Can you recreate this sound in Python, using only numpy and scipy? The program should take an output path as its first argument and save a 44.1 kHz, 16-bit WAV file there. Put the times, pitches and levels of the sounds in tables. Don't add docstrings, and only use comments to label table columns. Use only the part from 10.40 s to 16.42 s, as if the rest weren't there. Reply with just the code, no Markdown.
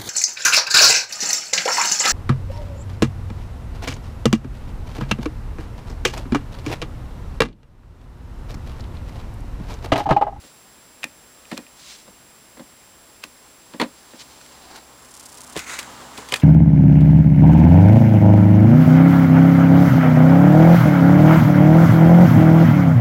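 import sys
import numpy as np
from scipy import signal
from scipy.fft import rfft, irfft, next_fast_len
from scipy.io import wavfile

SR = 44100
rng = np.random.default_rng(int(sys.argv[2]) if len(sys.argv) > 2 else 0)


def output_pcm(signal):
    pcm = np.clip(np.atleast_2d(signal).T, -1, 1) * 32767
    wavfile.write(sys.argv[1], SR, np.round(pcm).astype(np.int16))


N = 265393
TIME = np.arange(N) / SR
AGE = TIME[:SR // 3]


# (time [s], ring level [dB], main ring frequency [Hz], crack level [dB])
SNAPS = [(.6321, -15, 2580, -31), (.6412, -10.5, 2450, -18), (1.054, -34, 2480, -46),
         (1.115, -23, 2040, -32), (1.1715, -27, 2500, -48), (1.1763, -24, 3320, -22),
         (1.2666, -33.5, 2480, -52), (2.8384, -20.5, 2640, -21.5), (3.4142, -11, 1950, -23),
         (3.4342, -28, 4200, -36), (4.013, -32, 1460, -37), (4.0623, -44, 3220, -35),
         (5.164, -27, 3560, -22), (5.192, -23, 1530, -20.5), (5.4288, -29, 1680, -27.5),
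         (5.9228, -10, 2980, -15), (5.9389, -8, 3920, -21), (5.9407, -3.5, 2490, -11)]


def catches():
    return snaps(SNAPS, t60=.014, low_hz=1190, push=.000096, scrape_db=-16.5, scrape_t60=0.048)


# (multiple of its main ring frequency [1], level [dB], t60 [s])
CATCH = [(.74, -18.5, 0.062), (.83, -11.5, 0.021), (1, -5, 0.017), (1.08, -5, .006), (1.44, -24, 0.013),
         (1.76, -25, 0.01)]
# (frequency [Hz], level [dB])
CRACK = [(100, -13.5), (400, -5.5), (1200, -1), (2500, 0.5), (4500, 0), (6500, -3.5), (8200, -2.5),
         (11000, -9.5), (15500, -18)]


def snaps(rows, t60, low_hz, push, scrape_db, scrape_t60):
    out = np.zeros(N)
    for s, ring_db, hz, crack_db in rows:
        scrape = colour(chatter(scrape_t60)[::-1], CRACK, hz)
        add(out, s - AGE[-1], undb(crack_db + scrape_db) * scrape)
        body = undb(ring_db) * ring(CATCH, low_hz, push, hz)
        crack = undb(crack_db) * colour(chatter(t60), CRACK)
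        add(out, s, body + crack)
    return out


# (frequency [Hz], level [dB], t60 [s])
CONSOLE = [(197, -6.5, 0.1), (244.7, 2, 0.081), (291.4, -3.5, 0.11), (380, -20, 0.13), (497, -7, 0.037),
           (540.4, -9, 0.13), (584, -15.5, 0.16), (687, -12, 0.071), (865, -9, 0.054), (1003, -10, 0.058),
           (1115, -9, 0.045), (1775, -5, 0.05), (1880, -5, 0.055)]


def lever():
    return knocks(lever_blows(), CONSOLE, low_hz=175, push=.002)


# (time of touch [s], touch clack level [dB], touch clack cut-off [Hz], seating thump level [dB])
KNOCKS = [(.038, -46, 5000, -42.5), (.6412, -37, 2500, -32), (1.116, -25, 1700, -18.5),
          (1.178, -31, 1800, -29.5), (1.677, -40.5, 595, -39), (2.17, -40, 3020, -40),
          (2.1944, -33.5, 1100, -28), (2.8385, -41, 2600, -39), (3.336, -31.5, 2000, -26.5),
          (3.3982, -12.5, 2100, -19), (3.733, -37, 900, -35.5)]
SPRING_HOME = (3.4145, -11, 1500, -16.5)
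REBOUND_S, REBOUND_DB = .0205, -13.5
SEAT_S, SEAT_DB, SEAT_DULL = .0082, -7.5, 0.41
TOUCH_DB = -15
TOUCH_T60_S, SEAT_T60_S = 0.042, 0.072


def lever_blows(count=3):
    home_s, home_clack_db, home_cut_hz, home_thump_db = SPRING_HOME
    landings = list(KNOCKS)
    for k in range(count):
        loss_db = k * REBOUND_DB
        landings.append((home_s + k * REBOUND_S, home_clack_db + loss_db, home_cut_hz, home_thump_db + loss_db))
    blows = []
    for s, clack_db, cut_hz, thump_db in landings:
        blows.append((s, clack_db, cut_hz, TOUCH_T60_S, thump_db + TOUCH_DB))
        blows.append((s + SEAT_S, clack_db + SEAT_DB, cut_hz * SEAT_DULL, SEAT_T60_S, thump_db))
    return blows


# (time [s], clack level [dB], clack cut-off [Hz], clack t60 [s], thump level [dB])
PUSHES = [(5.158, -17.5, 1200, 0.0092, -34), (5.1655, -22.5, 1500, 0.035, -18.5)]
RETURNS = [(5.781, -34, 700, 0.075, -26.5), (5.9238, -27, 1400, 0.07, -21), (5.9402, -21, 2500, 0.024, -35)]
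# (frequency [Hz], level [dB], t60 [s])
DASH = [(70, -10, 0.1), (180, -1.5, 0.04), (330, -1, 0.044), (413, -2.5, 0.04), (556, -3, 0.041)]
BUTTON = [(124, -5, 0.067), (427, -4, 0.084), (526, -2.5, 0.072), (760, -1, .04), (1004, 4, 0.064),
          (1160, 4, 0.032)]


def start_button():
    landing = knocks(PUSHES, DASH, low_hz=60, push=0.00043)
    stops = knocks(RETURNS, BUTTON, low_hz=90, push=0.0037)
    return landing + stops


# (frequency [Hz], level [dB])
CLACK = [(25, -26), (55, -13), (115, -30), (195, 2), (260, 6), (380, -3), (500, 9), (700, 1), (1050, 3.5),
         (1450, -2), (2000, 2), (2600, -1.5), (4300, 0.5), (5300, -10.5), (8500, -8.5), (15000, -20)]


def knocks(blows, modes, low_hz, push):
    out = np.zeros(N)
    thump = ring(modes, low_hz, push)
    for s, clack_db, cut_hz, t60, thump_db in blows:
        clack = undb(clack_db) * colour(chatter(t60, rise=0.00071), CLACK, cut_hz)
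        add(out, s, clack + undb(thump_db) * soften(thump, cut_hz))
    return out


# (time [s], ring
# level [dB], main ring frequency [Hz], rattle level [dB])
RATTLES = [(1.13, -30, 2700, -45), (2.84, -27, 1480, -39), (4.359, -25, 1440, -36.5),
           (5.173, -33, 2480, -25.5), (5.3888, -15.5, 2380, -22.5), (5.776, -21, 3440, -32.5),
           (5.887, -38, 2690, -32.5), (5.947, -23, 1950, -36), (5.9584, -16, 2380, -25.5),
           (5.999, -26, 3260, -39)]


def loose_parts():
    return snaps(RATTLES, t60=0.07, low_hz=1200, push=0.00027, scrape_db=-16, scrape_t60=0.051)


# (time the drag is firm [s], level [dB], swell [s], hold [s], release [s])
REACH = [(4.78, -26, 0.35, 0.31, .7)]
# (frequency [Hz], level [dB])
RASP = [(1500, -22), (3500, -9), (5500, -1), (9500, 0), (12000, -10), (15500, -22)]
SLEEVE_START_S, SLIP_EVERY_S = 4.589, .0297


def sleeve(spacing=.0016, jitter_s=.0025, uneven_db=2.0, thread_db=3.0, count=19, size=9):
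    ticks = np.zeros(N)
    for k, (late, firm) in enumerate(rng.standard_normal((count, 2))):
        s = SLEEVE_START_S + k * SLIP_EVERY_S + jitter_s * late
        times = s + spacing * (np.arange(size) + rng.uniform(-.5, .5, size))
        thread_levels = uneven_db * firm + thread_db * rng.standard_normal(size)
        ticks[(times * SR).astype(int)] += undb(thread_levels)
    return colour(ticks * strokes(REACH), RASP)


# (time the pressure is firm [s], level [dB], swell [s],
# hold [s], release [s])
SLIDE = [(.05, -53, .2, 0.019, .1), (1.12, -47.5, .08, 0.027, .08), (1.405, -46.5, 0.067, 0.072, .2),
         (1.505, -41.5, .1, .02, 0.12), (3.798, -40, 0.021, 0.022, 0.021), (3.97, -53.5, 1.7, .1, 1.0)]
PRESS = [(5.17, -35.5, .02, 0.018, 0.1), (5.295, -33, .12, 0.033, .22), (5.775, -43.5, .09, .02, .15)]
SCUFFS = [(4.25, -48, .2, .06, .1), (4.355, -43.5, .1, 0.022, .06)]
# (frequency [Hz], level [dB])
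PALM = [(400, -24), (1300, -9), (2300, -4), (2900, -3.5), (4100, -0.5), (6000, -3), (8500, -9),
        (10500, -21), (15000, -31)]
FINGER = [(300, -22), (700, -13), (1000, -6), (1200, -9), (1400, -1), (1700, -4.5), (2000, 0),
          (3250, -13.5), (3800, -9), (5400, -15), (6800, -7), (8500, -13.5), (14000, -30)]
HOLLOW = [(150, -14), (330, -6), (560, -11), (790, 0), (1100, -9), (2100, -13.5), (3200, -17), (4500, -12),
          (6000, -20), (14000, -33)]


def skin_friction():
    palm = rub(SLIDE, PALM, grain_db=3, uneven_db=1.5)
    finger = rub(PRESS, FINGER, grain_db=4.5, uneven_db=2.0)
    scuff = rub(SCUFFS, HOLLOW, grain_db=3, uneven_db=2.5)
    return palm + finger + scuff


def rub(rows, spectrum, grain_db, uneven_db):
    slips = unit(rng.standard_normal(N) * undb(grain_db * rng.standard_normal(N)))
    return colour(slips, spectrum) * strokes(rows) * undb(uneven_db * walk(90))


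def cabin(x, t60=0.13, wet_db=-21.5, dull_hz=6000):
    late = chatter(t60) * (AGE > .004)
    tail = colour(late, [(100, 0), (10000, 0)], dull_hz)
    tail /= np.sqrt(np.sum(tail ** 2))
    return x + undb(wet_db) * signal.fftconvolve(x, tail)[:N]


# (time [s], air level [dB])
NEAR = [(0, -62), (3.2, -59), (4.0, -52), (4.7, -51.5), (5.4, -44), (6.02, -40)]
# (multiple of the firing rate [1], level [dB])
IDLE = [(1, -5), (2, -9.5), (3, -19), (3.75, -5.5), (4.5, -9.5)]
# (frequency [Hz], level [dB])
VENT = [(59, -49), (100, -14), (126, -4.5), (162, -14.5), (192, -5.5), (375, -8), (582, -6), (688, -5.5),
        (1020, -1.5), (2520, -18.5), (2920, -13.5), (4450, -17), (7830, -18.5), (12700, -34), (15000, -33)]
IDLE_HZ, HUM_DB = 66.8, -9


def idle_and_vent():
    turns = np.cumsum(IDLE_HZ * (1 + 0.0083 * walk(6))) / SR
    hum = np.zeros(N)
    for multiple, db in IDLE:
        level = undb(db + 2.0 * walk(7))
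        hum += level * np.sin(2 * np.pi * (multiple * turns + rng.random()))
    air = colour(rng.standard_normal(N), VENT) * undb(1.4 * walk(16))
    return (np.sqrt(2) * undb(HUM_DB) * hum + air) * curve(NEAR)


# (frequency [Hz], level [dB])
HISS = [(20, -18), (40, -2.5), (64, 0), (110, -3.5), (230, -0.5), (420, -2.5), (560, -2.5), (1000, -5),
        (2300, -7.7), (4450, -11), (5050, -7.2), (5700, -10), (7000, -14.5), (7600, -9), (8700, -15),
        (9750, -5.5), (10700, -12), (12800, -17.5), (15200, -16.5)]
# (multiple of its frequency [1], rms level [dB])
WHINE = [(1, -57), (2, -64.5)]
WHINE_HZ, RESTART_HZ = 7570, 30


def microphone(hiss_db=-50.5):
    turns = WHINE_HZ * (TIME % (1 / RESTART_HZ))
    whine = sum(undb(db) * np.sin(2 * np.pi * k * turns) for k, db in WHINE)
    hiss = undb(hiss_db) * colour(rng.standard_normal(N), HISS)
    return hiss + np.sqrt(2) * whine


def ring(modes, low_hz, push, base_hz=1):
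    motion = sum(undb(db) * fade(t60) * np.cos(2 * np.pi * f * base_hz * AGE) for f, db, t60 in modes)
    build_up = 1 - np.exp(-AGE / push)
    high_pass = signal.butter(2, low_hz, "high", fs=SR, output="sos")
    return signal.sosfilt(high_pass, motion * build_up)


def chatter(t60, rise=0.00036):
    return rng.choice([-1, 1], len(AGE)) * fade(t60) * (1 - np.exp(-AGE / rise))


def soften(x, cut_hz, share=0.74):
    low_pass = signal.butter(1, min(share * cut_hz, SR / 3), fs=SR, output="sos")
    return signal.sosfilt(low_pass, x)


def strokes(rows):
    gains = []
    for s, db, swell, hold, release in rows:
        decades = np.maximum((s - TIME) / swell, (TIME - s - hold) / release).clip(0, 10)
        gains.append(undb(db) * 10 ** -decades)
    return np.linalg.norm(gains, axis=0)


def colour(x, points, cut_hz=np.inf):
    size = next_fast_len(len(x) + SR // 8, True)
    size += size % 2
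    f = np.arange(size // 2 + 1) * SR / size + 1
    hz, db = np.transpose(points)
    shape = undb(np.interp(np.log(f), np.log(hz), db))
    gain = unit(shape / np.hypot(1, f / cut_hz))
    cepstrum = irfft(np.log(gain))
    cepstrum[1:size // 2] *= 2
    cepstrum[size // 2 + 1:] = 0
    response = np.exp(rfft(cepstrum))
    return irfft(rfft(x, size) * response, size)[:len(x)]


def walk(rate):
    knots = rng.standard_normal(int(N / SR * rate) + 2)
    return unit(np.interp(TIME * rate, np.arange(len(knots)), knots))


def fade(t60):
    return np.exp(-np.log(1000) * AGE / t60)


def curve(rows):
    return undb(np.interp(TIME, *np.transpose(rows)))


def undb(db):
    return 10 ** (np.asarray(db) / 20)


def unit(x):
    return x / np.sqrt(np.mean(x ** 2))


def add(track, s, sound):
    start = max(int(s * SR), 0)
    part = sound[:max(N - start, 0)]
    track[start:start + len(part)] += part


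def scene():
    hand = catches() + loose_parts() + lever() + start_button() + sleeve() + skin_friction()
    return (cabin(hand) + idle_and_vent() + microphone())[None]


TOP_HZ = 15900


def record(dry):
    low_pass = signal.ellip(10, .2, 80, TOP_HZ, fs=SR, output="sos")
    return signal.sosfilt(low_pass, dry)


dry = scene()
out = record(dry)
output_pcm(out)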